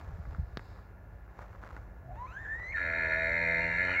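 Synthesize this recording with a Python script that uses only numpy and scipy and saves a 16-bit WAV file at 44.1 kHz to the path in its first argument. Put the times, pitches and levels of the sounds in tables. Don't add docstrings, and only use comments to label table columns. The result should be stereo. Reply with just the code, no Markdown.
import sys
import numpy as np
from scipy import signal
from scipy.fft import rfft, irfft
from scipy.io import wavfile
from scipy.ndimage import uniform_filter1d

SR = 44100
rng = np.random.default_rng(int(sys.argv[2]) if len(sys.argv) > 2 else 0)


def waveform_to_disk(signal):
    frames = np.transpose(np.atleast_2d(signal))
    scaled = np.clip(frames, -1, 1) * 32767
    samples = np.round(scaled).astype(np.int16)
    wavfile.write(sys.argv[1], SR, samples)


N = 176400
T = np.arange(N) / SR


def undb(db):
    return 10 ** (np.asarray(db) / 20)


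def curve(table, axis=1):
    rows = np.array(table, float)
    return np.interp(T, rows[:, 0], rows[:, axis])


def unit(x):
    return x / np.sqrt(np.mean(x ** 2))


def noise():
    return rng.standard_normal(N)


def walk(rate):
    width = max(int(SR / rate), 2)
    return unit(uniform_filter1d(uniform_filter1d(noise(), width), width))


def turning(hz):
    return 2 * np.pi * np.cumsum(hz) / SR


def colour(x, points, size=8192):
    hz, db = np.array(points, float).T
    f = np.maximum(np.arange(size // 2 + 1) * SR / size, 1)
    log_gain = np.log(undb(np.interp(np.log(f), np.log(hz), db)))
    cepstrum = irfft(log_gain)
    cepstrum[1:size // 2] *= 2
    cepstrum[size // 2 + 1:] = 0
    response = irfft(np.exp(rfft(cepstrum)))
    return signal.fftconvolve(x, response)[:N]


def pan(x, db):
    return np.array([x * undb(db / 2), x * undb(-db / 2)])


def wide(points, side_db):
    mid = unit(colour(noise(), points))
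    side = unit(colour(noise(), points))
    return mid + undb(side_db) * np.array([side, -side])


def fade(start, decay):
    return (T >= start) * np.exp(-np.abs(T - start) / decay)


# f/Hz, level/dB
HISS_COLOUR = [(3000, -16), (8500, -11.5), (11500, 1.5), (15500, 1.5)]
HISS_DB = -81.5


def hiss():
    return wide(HISS_COLOUR, side_db=0) * undb(HISS_DB)


# f/Hz, level/dB
AIR_COLOUR = [(40, -15), (150, 3.5), (320, 7.5), (650, 5.5), (1100, -1.5), (1700, -26.5), (2400, -17),
              (3200, -46.5), (5000, -63.5), (7500, -70), (9000, -60)]
AIR_DB, AIR_SIDE_DB = -61, -6


def forest_air():
    return wide(AIR_COLOUR, AIR_SIDE_DB) * undb(AIR_DB + 0.93 * walk(15))


# f/Hz, level/dB
ENGINE_HUM = [(52, -55), (103, -57.5)]
# f/Hz, level/dB
RUMBLE_COLOUR = [(15, -21.5), (28, -22.5), (42, 1.5), (54, 0.5), (70, 3), (102, -4.5), (122, -7.5),
                 (170, -24.5), (260, -36), (600, -66)]
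# t/s, level/dB
RUMBLE_LEVEL = [(0, -43.5), (.55, -45.5), (.7, -49), (1.03, -54), (1.15, -46), (1.27, -53), (1.7, -49),
                (2.6, -48), (4, -50)]
RUMBLE_SIDE_DB = -10


def idling_car():
    hum = 0
    for hz, db in ENGINE_HUM:
        level = np.sqrt(2) * undb(db + 2 * walk(5.4))
        hum = hum + level * np.sin(turning(hz * (1 + 0.027 * walk(8.1))))
    return hum + wide(RUMBLE_COLOUR, RUMBLE_SIDE_DB) * undb(curve(RUMBLE_LEVEL))


# t/s where the swell peaks, level/dB, f/Hz
WIND_BUMPS = [(0.099, -32, 66), (.125, -28, 44.7), (0.194, -27, 71), (.28, -27, 50.7), (0.336, -30.5, 59.3),
              (0.392, -19.5, 73.6), (0.426, -25, 56)]
BUMP_S, BUMP_RIGHT_DB = 0.016, -41
BUMP_CRUNCH = 0.52


def wind():
    left = 0
    for peak, db, hz in WIND_BUMPS:
        age = np.maximum(T - peak + BUMP_S / 2, 0)
        rise = age / BUMP_S * 2
        swell = rise * np.exp(1 - rise)
        phase = 2 * np.pi * hz * age
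        bump = np.sin(phase) + BUMP_CRUNCH * swell * np.sin(1.97 * phase)
        left = left + undb(db) * swell * bump
    return np.array([left, left * undb(BUMP_RIGHT_DB)])


# t/s, level/dB
SLIDE_LEVEL = [(0, -76), (.1, -89), (.3, -80), (.42, -81), (.57, -84), (.61, -72.5), (.74, -74),
               (.86, -83.5), (.95, -99)]
# f/Hz, level/dB
SLIDE_COLOUR = [(2000, -26), (3100, -14.5), (3700, 1.5), (5200, 1.5), (5800, -19), (6500, -10.5),
                (7600, -9.5), (8500, -28)]


def sliding_skin():
    return wide(SLIDE_COLOUR, side_db=-3.5) * undb(curve(SLIDE_LEVEL))


# t/s, level/dB
CRACKLE_LEVEL = [(0, -55), (.2, -72), (.32, -57), (.42, -77), (.62, -65), (.8, -66.5), (.95, -89),
                 (1.3, -71.5), (1.37, -69), (1.42, -57), (1.49, -66), (1.55, -62), (1.68, -56),
                 (1.78, -60.5), (1.88, -79.5), (4, -84.5)]
# f/Hz, level/dB
CRACKLE_COLOUR = [(200, -2.5), (700, 5.5), (1300, 6), (2100, -4), (3000, -15.5), (4300, -17.5),
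                  (7000, -25.5), (9000, -34), (15000, -33.5)]
CRACKLES_PER_S, CRACKLE_SPREAD_DB = 220, 2.5


def crackle():
    clicks = (rng.random(N) < CRACKLES_PER_S / SR) * rng.choice([-1, 1], N)
    size_db = CRACKLE_SPREAD_DB * np.minimum(rng.exponential(size=N), 3)
    coloured = unit(colour(clicks * undb(size_db), CRACKLE_COLOUR))
    return pan(coloured * undb(curve(CRACKLE_LEVEL)), 1.6)


# t/s, level/dB
RUSTLE_LEVEL = [(0, -58), (.33, -61.5), (.45, -65), (.62, -63.5), (.8, -63), (.95, -67.5), (1.3, -65.5),
                (1.42, -57.5), (1.49, -62), (1.76, -59.5), (1.86, -64), (2.08, -67), (2.15, -60.5),
                (2.7, -57), (4, -52)]
# f/Hz, level/dB
RUSTLE_COLOUR = [(200, -8), (700, 7), (1300, 1), (2200, -6), (3000, -19.5), (4600, -23), (6000, -21.5),
                 (7400, -23), (8600, -47.5)]


def rustle():
    return wide(RUSTLE_COLOUR, side_db=2.0) * undb(curve(RUSTLE_LEVEL) + 0.78 * walk(63))


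# t/s, peak level/dB before the shared gain and panning, left minus right/dB
HANDLING_TICKS = [(0.253, -42.5, 5), (0.348, -39, 3), (0.594, -39, 4), (0.76, -48.5, 1), (0.789, -46, 2),
                  (1.278, -51, 0.5), (1.39, -35, 3), (1.414, -42, 5), (1.423, -42, 6), (1.444, -47, 5),
                  (1.531, -45, 3), (1.55, -45, 1), (1.628, -45, 1.5), (1.637, -36.5, 4), (1.666, -42.5, 1),
                  (1.706, -38, 1.5), (1.765, -36, 3.5), (1.776, -45, 1), (2.157, -47, -8), (2.325, -45, 3),
                  (2.596, -40, 3), (2.629, -44, 3.5)]
# f/Hz, level/dB
TICK_COLOUR = [(200, 9), (700, 10.5), (1300, 16.5), (2100, 2.5), (3000, -14), (4200, -19.5), (7000, -26),
               (9000, -30), (15000, -39)]
TICK_DECAY_S, TICK_GAIN_DB = 0.0021, 2


def ticks():
    out = 0
    for start, db, pan_db in HANDLING_TICKS:
        tick = colour(fade(start, TICK_DECAY_S) * noise(), TICK_COLOUR)
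        out = out + pan(tick / np.abs(tick).max() * undb(db + TICK_GAIN_DB), pan_db)
    return out


# f/Hz, level/dB
KNOCK_COLOUR = [(60, -5), (150, 11.5), (500, 5.5), (1000, -2.5), (1800, 0.5), (2600, -12.5), (4300, -7.5),
                (6000, -23), (9000, -41), (15000, -40)]
KNOCK_S, KNOCK_DB, KNOCK_PAN_DB = .5722, -25.5, -22.5
KNOCK_RING_DB, KNOCK_RING_S = -25, 0.0038


def knock():
    impulse = np.arange(N) == int(KNOCK_S * SR)
    ring = undb(KNOCK_RING_DB) * fade(KNOCK_S, KNOCK_RING_S) * noise()
    blow = colour(impulse + ring, KNOCK_COLOUR)
    return pan(blow / np.abs(blow).max() * undb(KNOCK_DB), KNOCK_PAN_DB)


GRUNT_S, GRUNT_LEN_S, GRUNT_DB = 2.11, 0.082, -44
GRUNT_HZ, GRUNT_SAG_HZ_PER_S = 125, 110
# multiple of the pitch, level/dB
GRUNT_PARTIALS = [(1, 1), (2, -16), (5, -8)]


def grunt():
    phase = turning(GRUNT_HZ - GRUNT_SAG_HZ_PER_S * (T - GRUNT_S))
    tone = sum(undb(db) * np.sin(round(multiple) * phase) for multiple, db in GRUNT_PARTIALS)
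    return tone * np.exp(-((T - GRUNT_S) / GRUNT_LEN_S) ** 2) * undb(GRUNT_DB)


# t/s, level/dB
HOARSE_LEVEL = [(3.76, -80.5), (3.83, -53), (3.9, -39.5), (3.96, -45), (4, -49)]
# f/Hz, level/dB
HOARSE_COLOUR = [(250, -26.5), (600, -8), (920, 2), (1100, -3.5), (1400, 5.5), (2000, -4.5), (2600, -2.5),
                 (3000, -6), (3300, -30.5), (4400, -19), (5200, -36), (8000, -46), (9500, -63)]


def hoarse(turns):
    gusts = (1 + .5 * np.cos(2 * np.pi * turns)) * noise()
    return unit(colour(gusts, HOARSE_COLOUR)) * undb(curve(HOARSE_LEVEL))


# t/s, f/Hz, level/dB
SQUEAL_PATH = [(3.52, 2680, -88), (3.62, 2676, -48.5), (3.79, 2690, -54), (3.85, 2930, -55),
               (3.905, 2970, -48), (3.95, 2720, -44), (3.975, 2650, -48), (3.995, 2400, -78)]


def squeal(turns):
    beat = np.sin(2 * np.pi * turns)
    tone = np.sin(turning(curve(SQUEAL_PATH) + 90 * beat))
    return tone * (1 + .5 * beat) * undb(curve(SQUEAL_PATH, axis=2))


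GROWL_FLICKER_DB, GROWL_FLICKER_PER_S = 2.3, 12


def flicker(x):
    f, spectrum = np.arange(N // 2 + 1) * SR / N, rfft(x)
    for hz in range(330, 1100, 85):
        band = irfft(spectrum * np.clip(1 - np.abs(f - hz) / 85, 0, 1), N)
        x = x + band * (undb(GROWL_FLICKER_DB * walk(GROWL_FLICKER_PER_S)) - 1)
    return x


# t/s, level/dB
GROWL_LEVEL = [(2.72, -75), (2.76, -54), (2.84, -42.5), (3.08, -37), (3.22, -36.5), (3.42, -37), (3.7, -38),
               (3.77, -45), (3.83, -38.5), (3.91, -39), (3.96, -43), (3.99, -48.5)]
# f/Hz, level/dB
LOW_THROAT = [(60, -38.5), (85, 4.5), (130, -4.5), (170, -3), (210, -33.5), (255, -1), (295, -4),
              (335, -7.5), (415, -7), (500, 2.5), (570, 2), (655, 6.5), (720, -14), (790, -23.5), (870, -8),
              (935, 1.5), (1030, -21.5), (1200, -33.5), (1600, -71.5)]
# t/s, level/dB
CHEST_LEVEL = [(2.75, -61.5), (2.9, -68), (3.2, -68), (3.4, -48.5), (3.75, -45.5), (3.92, -49), (3.98, -58)]
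# t/s, level/dB
RASP_LEVEL = [(2.72, -80), (2.765, -42), (2.84, -44), (3.1, -41), (3.45, -39.5), (3.75, -40), (3.86, -38),
              (3.95, -37), (3.99, -54)]
# f/Hz, level/dB
HIGH_THROAT = [(600, -50), (1220, -26), (1410, 6.5), (1530, -7.5), (1735, 6), (1870, -2.5), (2100, 4),
               (2230, 0), (2450, 2.5), (2600, -7.5), (3200, -30.5), (3600, -33), (3820, -1.5), (3980, -37),
               (4180, -1), (4450, -12.5), (4800, -53.5), (5800, -19.5), (6600, -41.5), (7350, -21.5),
               (8300, -47), (12000, -77)]
GROWL_AIR, RASP_AIR = .16, .65
PUFF_DECAY = .25


def folds(turns):
    hz = np.gradient(turns) * SR
    offset = ((turns + .5) % 1 - .5) * SR / hz
    pulses = unit(np.sinc(offset) * np.exp(-(offset / 6) ** 2)) * undb(.7 * walk(90))
    puffs = unit(np.exp(-(turns % 1) / PUFF_DECAY) * noise())
    growl = unit(flicker(colour(pulses + GROWL_AIR * puffs, LOW_THROAT))) * undb(curve(GROWL_LEVEL))
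    chest = np.sqrt(2) * np.cos(4 * np.pi * turns) * undb(curve(CHEST_LEVEL))
    rasp = unit(colour(pulses + RASP_AIR * puffs, HIGH_THROAT)) * undb(curve(RASP_LEVEL))
    return growl + chest, rasp


# f/Hz, level/dB
MOUTH_COLOUR = [(2500, 2.5), (3200, -6.5), (3650, -5.5), (4150, 0), (4450, -12), (4900, -30), (5500, -15),
                (6200, 2), (6700, -8.5), (7300, 1), (8300, -30.5), (10000, -15.5), (12000, -17.5)]
# t/s, f/Hz
WHISTLE_PITCH = [(2.06, 690), (2.11, 715.4), (2.176, 900.4), (2.21, 982), (2.262, 1040), (2.28, 1257),
                 (2.31, 1304), (2.345, 1534), (2.37, 1596), (2.385, 1730), (2.42, 1825), (2.445, 1775),
                 (2.47, 1657), (2.49, 1745), (2.535, 1799), (2.6, 1954), (2.675, 2025), (2.73, 2202),
                 (2.748, 1765), (2.8, 1726), (3.955, 2078), (3.98, 2182)]
# t/s, level/dB
WHISTLE_LEVEL = [(2.05, -75), (2.08, -54), (2.112, -43), (2.145, -60), (2.185, -47), (2.222, -37.5),
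                 (2.252, -38), (2.277, -57), (2.3, -52.5), (2.345, -49), (2.368, -38.5), (2.39, -44.5),
                 (2.44, -46.5), (2.458, -38.5), (2.495, -37.5), (2.535, -32.5), (2.575, -42.5),
                 (2.66, -40.5), (2.71, -38.5), (2.73, -40), (2.754, -29.5), (2.768, -38), (2.79, -41.5),
                 (2.85, -62), (3.0, -91), (3.92, -81), (3.965, -31), (3.988, -25.5)]
# t/s, phase wobble/rad
WHISTLE_WOBBLE = [(2.05, .15), (2.25, .12), (2.32, .35), (2.37, .3), (2.41, .2), (2.455, .7), (2.485, .4),
                  (2.52, .15), (2.62, .2), (2.71, .08), (2.73, 1.3), (2.75, .15), (2.77, .6), (3.96, .6),
                  (3.985, .12)]
OVERTONE_BALANCE = [0, -7, -7, -11, -17]
# t/s, level/dB
OVERTONE_LEVEL = [(2.1, -80), (2.17, -64), (2.24, -67), (2.3, -62), (2.34, -58), (2.38, -65), (2.45, -68),
                  (2.53, -67), (2.6, -71), (2.66, -62), (2.705, -56), (2.74, -70), (2.85, -90), (3.95, -82),
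                  (3.99, -61)]
WHISTLE_SCATTER_HZ, OVERTONE_FLICKER_DB = 12, 2.5


def whistle():
    rough = curve(WHISTLE_WOBBLE)
    phase = turning(curve(WHISTLE_PITCH) + WHISTLE_SCATTER_HZ * walk(120)) + rough * walk(450)
    ragged = (1 + .6 * rough * walk(350)) / np.hypot(1, .6 * rough)
    flutter = np.sqrt(2) * undb(.8 * walk(70)) * ragged
    overtones = sum(undb(db) * np.sin((k + 2) * phase) for k, db in enumerate(OVERTONE_BALANCE))
    edge = flutter * overtones * undb(curve(OVERTONE_LEVEL) + OVERTONE_FLICKER_DB * walk(45))
    return flutter * np.sin(phase) * undb(curve(WHISTLE_LEVEL)) + colour(edge, MOUTH_COLOUR)


# t/s, f/Hz
FOLD_PITCH = [(2.78, 88.4), (2.81, 87.57), (2.85, 82.68), (3.004, 82.2), (3.068, 79.84), (3.274, 82.04),
              (3.318, 83.73), (3.348, 83.3), (3.4, 85), (3.46, 83.16), (3.692, 83.2), (3.77, 86.73),
              (3.824, 91), (3.872, 91.77), (3.932, 89.24), (3.99, 92.3)]
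# t/s, starting f/Hz, closing f/Hz
CHIRP_SWEEP = [(2.76, 1327, 1940), (2.8, 1344, 2400), (2.86, 1337, 2580), (3.2, 1367, 2580),
               (3.5, 1372, 2560), (3.8, 1412, 2508), (3.95, 1231, 2607)]
# t/s, level/dB
CHIRP_LEVEL = [(2.74, -65), (2.775, -32), (2.81, -33), (2.85, -31.5), (2.97, -31.5), (3.06, -29.5),
               (3.095, -32.5), (3.13, -27.5), (3.18, -30.5), (3.25, -29), (3.295, -31.5), (3.34, -29),
               (3.42, -28.5), (3.58, -28), (3.73, -31), (3.79, -28.5), (3.87, -33), (3.95, -31),
               (3.985, -34.5)]
# t/s, share of the fold cycle
CHIRP_LENGTH = [(2.8, .5), (2.9, .57), (3.25, .6), (3.45, .74), (3.8, .78), (3.95, .85)]
# t/s, share of the chirp
CHIRP_PEAK = [(2.8, 0.28), (3.15, 0.34), (3.45, 0.51), (3.75, 0.5), (3.95, 0.41)]
# f/Hz, level/dB
CHIRP_THROAT = [(1080, -3.5), (1230, -15.5), (1410, 7.5), (1540, -5.5), (1730, 8), (1830, -4), (1930, -0.5),
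                (2010, -1.5), (2100, 8.5), (2180, -1), (2260, 1.5), (2450, 4), (2620, -8), (2850, -17),
                (3200, -28.5), (5000, -36.5)]
CHIRP_FULLNESS, CHIRP_OVERTONE_DB = 1.1, -29.5
CHIRP_SCATTER_HZ, CHIRP_SCATTER_DB = 17, .9


def chirps(turns):
    index, share = turns.astype(int), curve(CHIRP_LENGTH)
    detune, size = rng.standard_normal((index.max() + 1, 2))[index].T
    along = np.minimum(turns % 1 / share, 1)
    low = curve(CHIRP_SWEEP) + CHIRP_SCATTER_HZ * detune
    high = curve(CHIRP_SWEEP, axis=2)
    phase = 2 * np.pi * along * share / curve(FOLD_PITCH) * (low + (high - low) * along / 2)
    skew = np.log(.5) / np.log(np.clip(curve(CHIRP_PEAK), .15, .85))
    swell = np.abs(np.sin(np.pi * along ** skew)) ** CHIRP_FULLNESS
    swell = swell * undb(CHIRP_SCATTER_DB * size)
    tone = unit(colour(swell * np.sin(phase), CHIRP_THROAT))
    octave = unit(colour(swell * np.sin(2 * phase), MOUTH_COLOUR)) * undb(CHIRP_OVERTONE_DB)
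    return (tone + octave) * undb(curve(CHIRP_LEVEL))


FOREST_DB, FOREST_T60_S, FOREST_DELAY_S = -9.5, 0.65, 0.011


def forest(x):
    tails = fade(FOREST_DELAY_S, FOREST_T60_S / np.log(1000)) * rng.standard_normal((2, N))
    echoes = [signal.fftconvolve(x, tail / np.sqrt(np.sum(tail ** 2)))[:N] for tail in tails]
    return undb(FOREST_DB) * np.array(echoes)


# f/Hz, left minus right/dB
PORT_LEVEL = [(60, 0.5), (95, 1.1), (150, 0.77), (240, 2.3), (380, 1.4), (610, 1), (960, 2.1), (1530, 7.2),
              (2430, 0.5), (3860, 0.8)]
# f/Hz, lead of the left/rad
PORT_LEAD = [(50, 0), (780, .5), (1380, .4), (1640, 0), (2150, 0), (2760, .9), (3450, 2.1), (3790, 1),
             (4100, 1.8), (8000, 1.7)]


def ports(x):
    f = np.arange(N // 2 + 1) * SR / N
    db, lead = (np.interp(f, *np.array(table, float).T) for table in (PORT_LEVEL, PORT_LEAD))
    half = undb(db / 2) * np.exp(.5j * lead)
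    return irfft(rfft(x) * np.array([half, 1 / half]), N)


# t/s, spread as a share of their pitch
FOLD_JITTER = [(2.76, .07), (2.84, .01), (3.3, .011), (3.45, .006), (3.7, .007), (3.85, .016), (3.96, .05)]
# t/s, left minus right/dB
CALL_SIDE = [(2.1, 0), (2.5, 2.5), (2.8, 1.5), (3.3, 0.5), (3.9, 0)]
CHIRP_LEAD = .36
DIRECT_GAIN, LOW_ECHO_GAIN = 0.73, 0.71


def elk():
    turns = np.cumsum(curve(FOLD_PITCH) * (1 + curve(FOLD_JITTER) * walk(90))) / SR
    growl, rasp = folds(turns)
    scream = whistle() + chirps(turns + CHIRP_LEAD) + rasp + squeal(turns) + hoarse(turns)
    low = growl + grunt()
    direct = ports(scream + low) * pan(DIRECT_GAIN, curve(CALL_SIDE))
    return direct + forest(scream + LOW_ECHO_GAIN * low)


def scene():
    background = hiss() + forest_air() + idling_car()
    close = wind() + sliding_skin() + crackle() + rustle() + ticks() + knock()
    return background + close + elk()


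TOP_HZ = 15750


def record(dry):
    thin = signal.sosfilt(signal.butter(3, 30, "high", fs=SR, output="sos"), dry)
    return signal.sosfilt(signal.ellip(10, .2, 70, TOP_HZ, fs=SR, output="sos"), thin)


dry = scene()
out = record(dry)
waveform_to_disk(out)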